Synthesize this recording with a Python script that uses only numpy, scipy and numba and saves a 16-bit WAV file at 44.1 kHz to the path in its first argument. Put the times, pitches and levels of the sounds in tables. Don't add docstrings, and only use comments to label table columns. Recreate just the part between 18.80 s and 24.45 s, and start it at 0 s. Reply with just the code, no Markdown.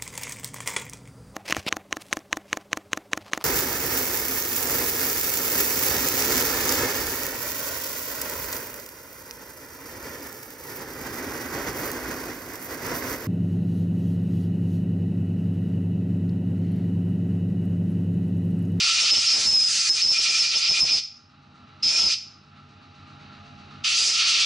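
import sys
import numpy as np
from scipy import signal
from scipy.fft import rfft, irfft, next_fast_len
from scipy.io import wavfile
from scipy.ndimage import uniform_filter1d
from numba import njit

SR = 44100
rng = np.random.default_rng(int(sys.argv[2]) if len(sys.argv) > 2 else 0)


def how_loud(loudness_db):
    steps = np.asarray(loudness_db, float) / 20
    return 10 ** steps


def digitize_waveform(pressure):
    field = np.atleast_2d(pressure).T
    bounded = np.clip(field, -1, 1)
    quanta = np.round(bounded * 32767).astype(np.int16)
    wavfile.write(sys.argv[1], SR, quanta)


N = 249165
T = np.arange(N) / SR
HAND_T = T[::40]

# valve opens in seconds, shuts in seconds, gain control pushed to in dB.
TRIGGER = [
    (0, 2.19, -7),
    (3.034, 3.34, -8.5),
    (5.047, 6, -7.5),
]
OPEN_S, SHUT_S = 0.012, 0.012

# time in seconds, impact on the face in dB, nozzle turned to the camera in dB.
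AIM = [
    [(0.0, 5, -1), (0.15, 3.5, 1), (0.3, 5, 2), (0.35, 4.5, 3), (0.41, -2.5, 0.5), (0.49, -0.5, -1.5),
     (0.58, -5.5, 4.5), (0.67, -4.5, 6), (0.76, 1, 3), (0.89, 0, 4.5), (1.09, -4.5, 6), (1.2, 0, 0),
     (1.64, -0.5, -0.5), (1.69, -7.5, -9.5), (1.73, 1.5, -4), (1.92, -2, -6), (1.99, 0, 1),
     (2.19, -3.5, -8)],
    [(3.04, -1.5, -6.5), (3.15, -4.5, 5), (3.23, 2.5, -6), (3.29, -4.5, -3.5), (3.34, -0.5, -8.5)],
    [(5.05, 4.5, -0.5), (5.2, 2, 4.5), (5.29, 0, 4), (5.45, 5.5, -4.5), (5.51, 5, 1.5), (5.65, 6, -3.5)],
]
# level in dB, share of impact (ratio), share of nozzle turn (ratio),
# level swallowed by a centred hole in dB, lift by the pocket (ratio).
PLACES = [
    (-30.5, 1.21, .05, 13.5, .2),
    (-42, 1.4, 0.058, 16.5, 0.36),
    (-27, 0.23, 0.13, 8.5, 0.11),
    (-34.5, 0.046, 0.98, 8.5, .05),
    (-44, 0.085, .5, 9, .1),
    (-51, .05, 1.2, 10.5, 0.044),
    (-41, 0.23, .05, 16, 0.008),
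]
# frequency in Hz, density in dB per Hz.
HISS = [(180, -61), (300, -42), (775, -27), (836, -32), (1030, -24), (1310, -16.5), (1620, -13),
        (1830, -14), (2230, -17), (2440, -6.5), (4070, -4.5), (4870, -0.5), (8140, -16), (9600, -22.5),
        (11000, -27.5), (14300, -51.5), (22000, -120)]
FLUTTER_DB = 0.7

# start in seconds,
# length in seconds, whistle in dB, pitch in Hz, centred 0-1.
CROSSINGS = [(0.204, 0.024, -20, 5330, 0.3), (0.308, 0.016, -11.5, 5290, 0.73),
             (0.355, 0.038, -21, 5410, 0.24), (0.461, 0.11, -21.5, 5385, 0),
             (0.651, .083, -16.5, 5265, .75), (0.738, .054, -14, 5140, .9), (0.8, .031, -17, 5135, .85),
             (0.84, .028, -22, 5040, .8), (1.094, 0.0099, -9, 5145, 1), (1.11, 0.014, -27.5, 5250, 1),
             (1.214, 0.025, -18, 5300, 0.48), (1.245, .018, -16.5, 5120, .8),
             (1.272, .022, -15.5, 5345, .9), (1.304, 0.015, -25, 5200, .3), (1.377, 0.011, -16, 5280, 0.43),
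             (1.472, 0.063, -26, 5250, 0.3), (1.548, .035, -25, 5300, 0), (1.589, 0.032, -16, 5120, 0.27),
             (1.745, 0.03, -20.5, 5350, 0.34), (1.818, 0.03, -25.5, 4980, 0.01),
             (1.882, 0.04, -18, 5240, .4), (2.001, 0.047, -14.5, 5224, 0.5),
             (2.092, 0.032, -18.5, 5190, 0.27), (2.126, 0.051, -26, 5170, 0.2),
             (3.02, 0.05, -18.5, 5106, .35),
    (3.08, 0.1, -21.5, 5360, .15),
    (3.195, 0.07, -17, 5160, .4),
    (3.295, 0.054, -23.5, 5217, .1),
    (5.15, 0.08, -22, 4800, .1),
    (5.25, 0.087, -29.5, 5350, .1),
]
IDLE_DB, IDLE_HZ = -29.5, 5120
WIDE_HZ, NARROW_HZ = 200, 31.9
CATCH_S, LET_GO_S, FADE_SHARE = 0.005, 0.012, 0.03
SINK_IN_SHARE, REFILL_S = 0.59, 0.03
SAG_HZ_PER_S, WANDER_SHARE, STRAND_HZ = 1100, 0.35, 90

# centre in seconds, length in seconds, ring in dB.
POCKET_PASSES = [(0.11, 0.015, -38), (0.196, 0.012, -27.5), (0.433, 0.023, -33.5), (0.518, 0.023, -34.5),
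                 (0.81, 0.014, -36), (1.068, 0.013, -29), (1.19, 0.011, -29.5), (1.368, 0.021, -29.5),
                 (1.466, 0.012, -23.5), (1.538, 0.021, -24.5), (1.59, 0.048, -40.5), (1.656, 0.017, -27.5),
                 (1.738, 0.01, -32), (1.858, .025, -27), (1.968, 0.025, -23), (2.102, 0.017, -28),
                 (3.09, 0.015, -34), (3.158, 0.019, -30), (3.29, 0.019, -32.5), (5.4, 0.058, -40)]
POCKET_HZ, POCKET_WIDTH_HZ = 2432, 34

# start in seconds, peak in dB, upper part in dB, length in seconds.
PUFFS = [(0.222, -49, 7, 0.013), (0.322, -39, 6, 0.0085), (0.367, -36.5, -2, 0.012), (0.539, -46, 5, 0.04),
         (0.652, -37, -3, 0.022), (0.725, -40.5, -0.5, 0.022), (0.798, -46, -5, 0.015),
         (1.096, -38, -4, 0.0083), (1.233, -41.5, -14, 0.022), (1.306, -44.5, 5, 0.0095),
         (1.387, -48, 4, 0.0091), (1.492, -55, 10, 0.0086), (1.58, -52.5, 3.5, 0.028),
         (1.751, -45.5, 6, 0.011), (1.896, -36, -2.5, 0.012), (2.014, -32.5, -4.5, 0.016),
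         (2.1, -41.5, -2, 0.032), (2.147, -61, 11.5, 0.013), (3.043, -38.5, -10.5, 0.022),
         (3.1, -49.5, 6.5, 0.039), (3.203, -39, -1, 0.025), (3.253, -39.5, -2, 0.016),
         (5.194, -52, 7.5, 0.017), (5.269, -52.5, 7, 0.023)]

# delay in ms, level in dB.
WALLS = [(2.3, -19.5), (3.7, -18), (5.3, -17), (7.9, -15), (11.3, -15), (15.7, -17)]
# frequency in Hz, width in Hz, boost in dB.
CABIN = [(1342, 89, 12), (1219, 61, 9.5), (2840, 160, 4), (3890, 140, 4)]
# frequency in Hz, t60 in seconds.
ROOM = [(700, 0.34), (2500, 0.49), (5200, 0.47), (9000, 0.3)]
# frequency in Hz, gain in dB.
ECHO = [(1000, -0.5), (3000, -3.5), (4500, -2), (5200, -1), (6200, -3.5), (10000, -4)]
ROOM_DB, DUCK_DB = -10.5, 4.5

# frequency in Hz, density in dB per Hz.
SHOP = [(18, -64), (30, -37.5), (92, -0.5), (146, -5.5), (173, -4), (243, -3.5), (541, -24), (798, -18),
        (1040, -20.5), (1330, -19), (1620, -20.5), (2630, -23), (3270, -25.5), (3880, -21), (10000, -49),
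        (13000, -94), (22000, -120)]
# frequency in Hz, width in Hz, level in dB.
INTAKE = [(201, 8.4, -60.5), (245.3, 12, -59), (45, 60, -69.5), (312, 27, -68), (440, 15, -71),
          (615, 13, -69.5), (702, 16, -72), (2647, 330, -62.5), (3830, 170, -72), (4790, 81, -76),
          (5460, 500, -73.5)]
# frequency in Hz, level in dB.
DRONES = [
    (143, -56.5),
    (702, -73.5),
]
STROKE_HZ, STROKE_AT_S, THROB_DB = 7.87, 4.01, -48.5
MOTOR_HZ, MOTOR_DB = 818, -61

# frequency in Hz, side minus mid in dB.
SIDE_COLOUR = [(60, -32.5), (150, -17.5), (340, -12.5), (600, -0.5), (1060, -6.5), (1900, -6.5), (3100, -4.5),
               (3900, -16), (5600, -23), (6800, -4.5), (9000, -6), (11000, -11.5)]
# frequency in Hz, level in dB.
LAG = [(300, -33.5), (700, -6.5), (1300, -8), (2500, -24), (3800, -26.5), (5500, -34), (9000, -24)]
RIGHT_DB, SIDE_DB, PUFF_SIDE_DB = 0.6, -2, -2
TOP_GAIN_DB, SINK_DB_PER_S, RECOVER_S, RECOVER_BEND = 2.5, 2.5, 0.85, 1.43
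LIMIT_DB, CEILING = -16.5, 0.43


def jet():
    hz, blown_db, width_hz, swallowed = crossings()
    passes = pocket_passes()
    *hiss_db, pocket_db = jet_db(swallowed, passes)
    ring_db = 20 * np.log10(how_loud(pocket_db) + passes)
    flow = valve()
    return reflect(flow * hiss(*hiss_db)) + flow * holes(hz, blown_db, width_hz, ring_db)


def valve():
    flow = 0
    for open_s, shut_s, _ in TRIGGER:
        rise = np.clip((T - open_s) / OPEN_S + 1, 0, 1) ** 2
        flow = flow + rise * np.exp(-np.maximum(T - shut_s, 0) / SHUT_S)
    return flow


def jet_db(swallowed, passes):
    impact_db, turn_db = curves(sum(AIM, []))
    over_pocket_db = 20 * np.log10(1 + passes / how_loud(-36))
    return [db + impact * impact_db + turn * turn_db - swallow_db * swallowed + lift * over_pocket_db
            for db, impact, turn, swallow_db, lift in PLACES]


def hiss(face_db, hand_db, edge_db, nozzle_db, finger_db, tip_db):
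    air = colour(rng.standard_normal(N), HISS, CABIN[:3])

    def place(db, lo_hz, hi_hz, band_db, flutter_db=FLUTTER_DB):
        return how_loud(db + flutter_db * walk(40)) * level(band(air, lo_hz, hi_hz), band_db)

    out = place(hand_db, 250, 2375, 0.22)
    out += place(face_db, 2170, 3867, 0.52)
    out += place(edge_db, 4057, 6360, 1.5)
    out += place(nozzle_db, 6280, 11000, 0.16, flutter_db=1.4)
    out += place(finger_db, 1463, 2244, 0)
    out += place(tip_db, 9060, 11560, 0)
    return how_loud(FLUTTER_DB * walk(35)) * out


def holes(hz, blown_db, width_hz, pocket_db):
    width_hz = np.clip(width_hz, 40, 900)
    blur = 0.8 + 0.35 * np.maximum(-23 - blown_db, 0)
    apart_hz = 1.01 * np.maximum(width_hz - 45, 0)
    strand_hz = blur * np.minimum(width_hz, STRAND_HZ)
    upper = whistle(hz + apart_hz + 20 * walk(45), strand_hz)
    lower = np.clip(apart_hz / 30, 0, 1) * whistle(hz - apart_hz, strand_hz)
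    drop_out_db = 0.43 * np.minimum(blown_db + 29.0, 0)
    hole = (upper + lower) * how_loud(blown_db - 6.0 + drop_out_db + 2 * walk(45))
    octave = band(hole ** 2, 9000, 11500) * how_loud(-21)
    ring = svf(rng.standard_normal(N), POCKET_HZ + 12 * walk(13), POCKET_WIDTH_HZ + 0 * T)
    pocket = level(band(ring, 2100, 2930), -4.5)
    return hole + octave + pocket * how_loud(pocket_db + 0.4 * np.minimum(pocket_db + 37.5, 0))


def whistle(hz, width_hz):
    ringing = svf(svf(rng.standard_normal(N), hz, width_hz), hz, 3.3 * width_hz)
    tone = level(ringing / np.sqrt(width_hz), 0)
    swing = uniform_filter1d(tone ** 2, size=60) ** 0.5
    return level(tone / (0.8 + swing), 0)


def crossings():
    blown, pitch, focus, swallowed = how_loud(IDLE_DB), how_loud(IDLE_DB) * IDLE_HZ, 0, 0
    for start, length, db, hz, centred in CROSSINGS:
        size = how_loud(db) * held(start, CATCH_S, length, LET_GO_S + FADE_SHARE * length)
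        sag_hz = SAG_HZ_PER_S * np.clip(HAND_T - start - length / 2, -length, length)
        blown = blown + size
        pitch = pitch + size * (hz - sag_hz)
        focus = focus + size * centred
        sunk = np.clip(centred, 0, 1) * held(start, SINK_IN_SHARE * length, length, REFILL_S)
        swallowed = 1 - (1 - swallowed) * (1 - sunk)
    width_hz = WIDE_HZ + (NARROW_HZ - WIDE_HZ) * np.clip(1.25 * focus / blown, 0, 1)
    controls = (pitch / blown, 20 * np.log10(blown), width_hz, swallowed)
    hz, blown_db, width_hz, swallowed = map(smooth, controls)
    hz = hz + WANDER_SHARE * (width_hz - NARROW_HZ) * walk(30)
    return hz, blown_db, width_hz, swallowed


def pocket_passes():
    return smooth(sum(how_loud(db) * bump(s, length) for s, length, db in POCKET_PASSES))


def puffs():
    thud = level(band(rng.standard_normal(N), 35, 300), 0)
    rush = level(band(rng.standard_normal(N), 300, 1100), 0)
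    low, high = valve() * how_loud(-65 + 2.2 * walk(22)) * how_loud([[0], [7]])
    for start, db, upper_db, length in PUFFS:
        gust = smooth(how_loud(db - 6.5) * bump(start + length, length))
        low = low + gust
        high = high + how_loud(upper_db) * gust
    return low * thud + high * rush


def reflect(x):
    taps = np.zeros(SR // 40)
    taps[0] = 1
    for ms, db in WALLS:
        taps[int(ms * SR / 1000)] = how_loud(db)
    return signal.fftconvolve(x, taps / np.sqrt(np.sum(taps ** 2)))[:N]


def echo(x, decays, size):
    t = T[:size]
    tail = 0
    for hz, t60 in decays:
        noise = band(rng.standard_normal(size), hz / 1.31, min(hz * 1.386, 15000))
        tail = tail + noise * 1000 ** (-t / t60)
    return signal.fftconvolve(x, tail / np.sqrt(np.sum(tail ** 2)))[:N]


def shop():
    phase = ((T - STROKE_AT_S) * STROKE_HZ) % 1
    throb = 0.55 + 0.67 * np.cos(2 * np.pi * (phase - 0.72))
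    twelfth = np.sin(2 * np.pi * 12 * STROKE_HZ * T)
    intake = how_loud(THROB_DB + 0.87 * walk(6.7)) * throb * twelfth
    for hz, db in DRONES:
        swell = how_loud(db + 4.5 + 2.0 * walk(9))
        intake += swell * np.sin(2 * np.pi * np.cumsum(hz * (1 + 0.00702 * walk(6.6))) / SR)
    one = np.ones(N)
    for hz, width_hz, db in INTAKE:
        ring = svf(rng.standard_normal(N), hz * one, width_hz * one)
        intake += level(svf(ring, hz * one, 3 * width_hz * one), db)
    noise = level(colour(rng.standard_normal(N), SHOP, CABIN), -48.0)
    steady = band(noise, 6.5, 1100) * how_loud(-4.0 + 1.4 * walk(4.8))
    stroke = 0.59 + 1.3 * np.exp(-phase / 0.5) * (1 - np.exp(-phase / 0.07))
    valves = band(noise, 1100, 4400) * stroke ** 0.4 * how_loud(1.1 * walk(14))
    valves += band(noise, 4400, 6300) * stroke * how_loud(-0.5)
    valves += band(noise, 6300, 9200) * stroke * how_loud(-7.0 + 1.2 * walk(14))
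    return intake + steady + valves


def motor():
    tone = np.sin(2 * np.pi * (MOTOR_HZ * T + rng.random()))
    return np.sqrt(2) * how_loud(MOTOR_DB + 0.787 * walk(36)) * tone


def gain_control():
    db = np.zeros(N)
    for open_s, shut_s, pushed_db in TRIGGER:
        depth_db = TOP_GAIN_DB - pushed_db + SINK_DB_PER_S * (np.minimum(T, shut_s) - open_s)
        back = np.exp(-(np.maximum(T - shut_s, 0) / RECOVER_S) ** RECOVER_BEND)
        db = np.where(T >= open_s, TOP_GAIN_DB - depth_db * back, db)
    return how_loud(uniform_filter1d(db, size=1000))


def level(x, db):
    return x * how_loud(db) / np.sqrt(np.mean(x ** 2))


def colour(x, points, peaks=()):
    size = next_fast_len(len(x))
    f = np.maximum(np.arange(size // 2 + 1) * SR / size, 1)
    hz, db = np.transpose(points)
    gain = how_loud(np.interp(np.log(f), np.log(hz), db))
    for centre_hz, width_hz, boost_db in peaks:
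        gain = gain * how_loud(boost_db / (1 + (2 * (f - centre_hz) / width_hz) ** 2))
    return irfft(rfft(x, size) * gain, size)[:len(x)]


def band(x, lo_hz, hi_hz):
    return signal.sosfilt(signal.butter(4, [lo_hz, hi_hz], "band", fs=SR, output="sos"), x)


@njit
def svf(x, hz, width_hz):
    y, b, l = np.empty(len(x)), 0., 0.
    for i in range(len(x)):
        g, k = np.tan(np.pi * hz[i] / SR), width_hz[i] / hz[i]
        v = (b + g * (x[i] - l)) / (1 + g * (g + k))
        b, l, y[i] = 2 * v - b, l + 2 * g * v, k * v
    return y


def walk(rate_hz):
    k = int(SR / rate_hz)
    steps = np.repeat(rng.standard_normal(N // k + 1), k)
    return 1.757 * uniform_filter1d(uniform_filter1d(steps, k), k)[:N]


def held(start, rise, length, release):
    fall = np.exp(-np.maximum(HAND_T - start - length, 0) / release)
    return np.clip((HAND_T - start) / rise, 0, 1) * fall


def bump(centre, length):
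    return np.exp(-0.5 * ((HAND_T - centre) / length) ** 2)


def smooth(control):
    return np.interp(T, HAND_T, control)


def curves(table):
    s, *columns = np.transpose(table)
    return [np.interp(T, s, c) for c in columns]


def sources():
    blast = jet()
    cabin = how_loud(ROOM_DB - DUCK_DB * valve()) * colour(echo(blast, ROOM, size=40000), ECHO)
    return blast + cabin + gain_control() * (shop() + motor())


def scene():
    mid = sources()
    late = np.imag(signal.hilbert(mid, next_fast_len(N)))[:N]
    side = colour(sources(), SIDE_COLOUR) * how_loud(SIDE_DB)
    side += colour(late, LAG)
    side += colour(puffs(), [(60, -14.5), (500, PUFF_SIDE_DB), (2000, 2)])
    mid = mid + puffs()
    return np.array([(mid + side) * how_loud(-RIGHT_DB / 2), (mid - side) * how_loud(RIGHT_DB / 2)])


def roll_off(x):
    return signal.sosfilt(signal.butter(12, 11180, fs=SR, output="sos"), x)


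def record(dry):
    envelope = np.sqrt(uniform_filter1d(np.mean(dry ** 2, axis=0), size=300) + 1e-12)
    limited = dry / (1 + (envelope / how_loud(LIMIT_DB)) ** 4) ** 0.2
    clipped = CEILING * np.tanh(limited / CEILING)
    mix = signal.sosfilt(signal.ellip(8, 0.3, 60, 11060, fs=SR, output="sos"), clipped)
    return roll_off(mix)


dry = scene()
out = record(dry)
digitize_waveform(out)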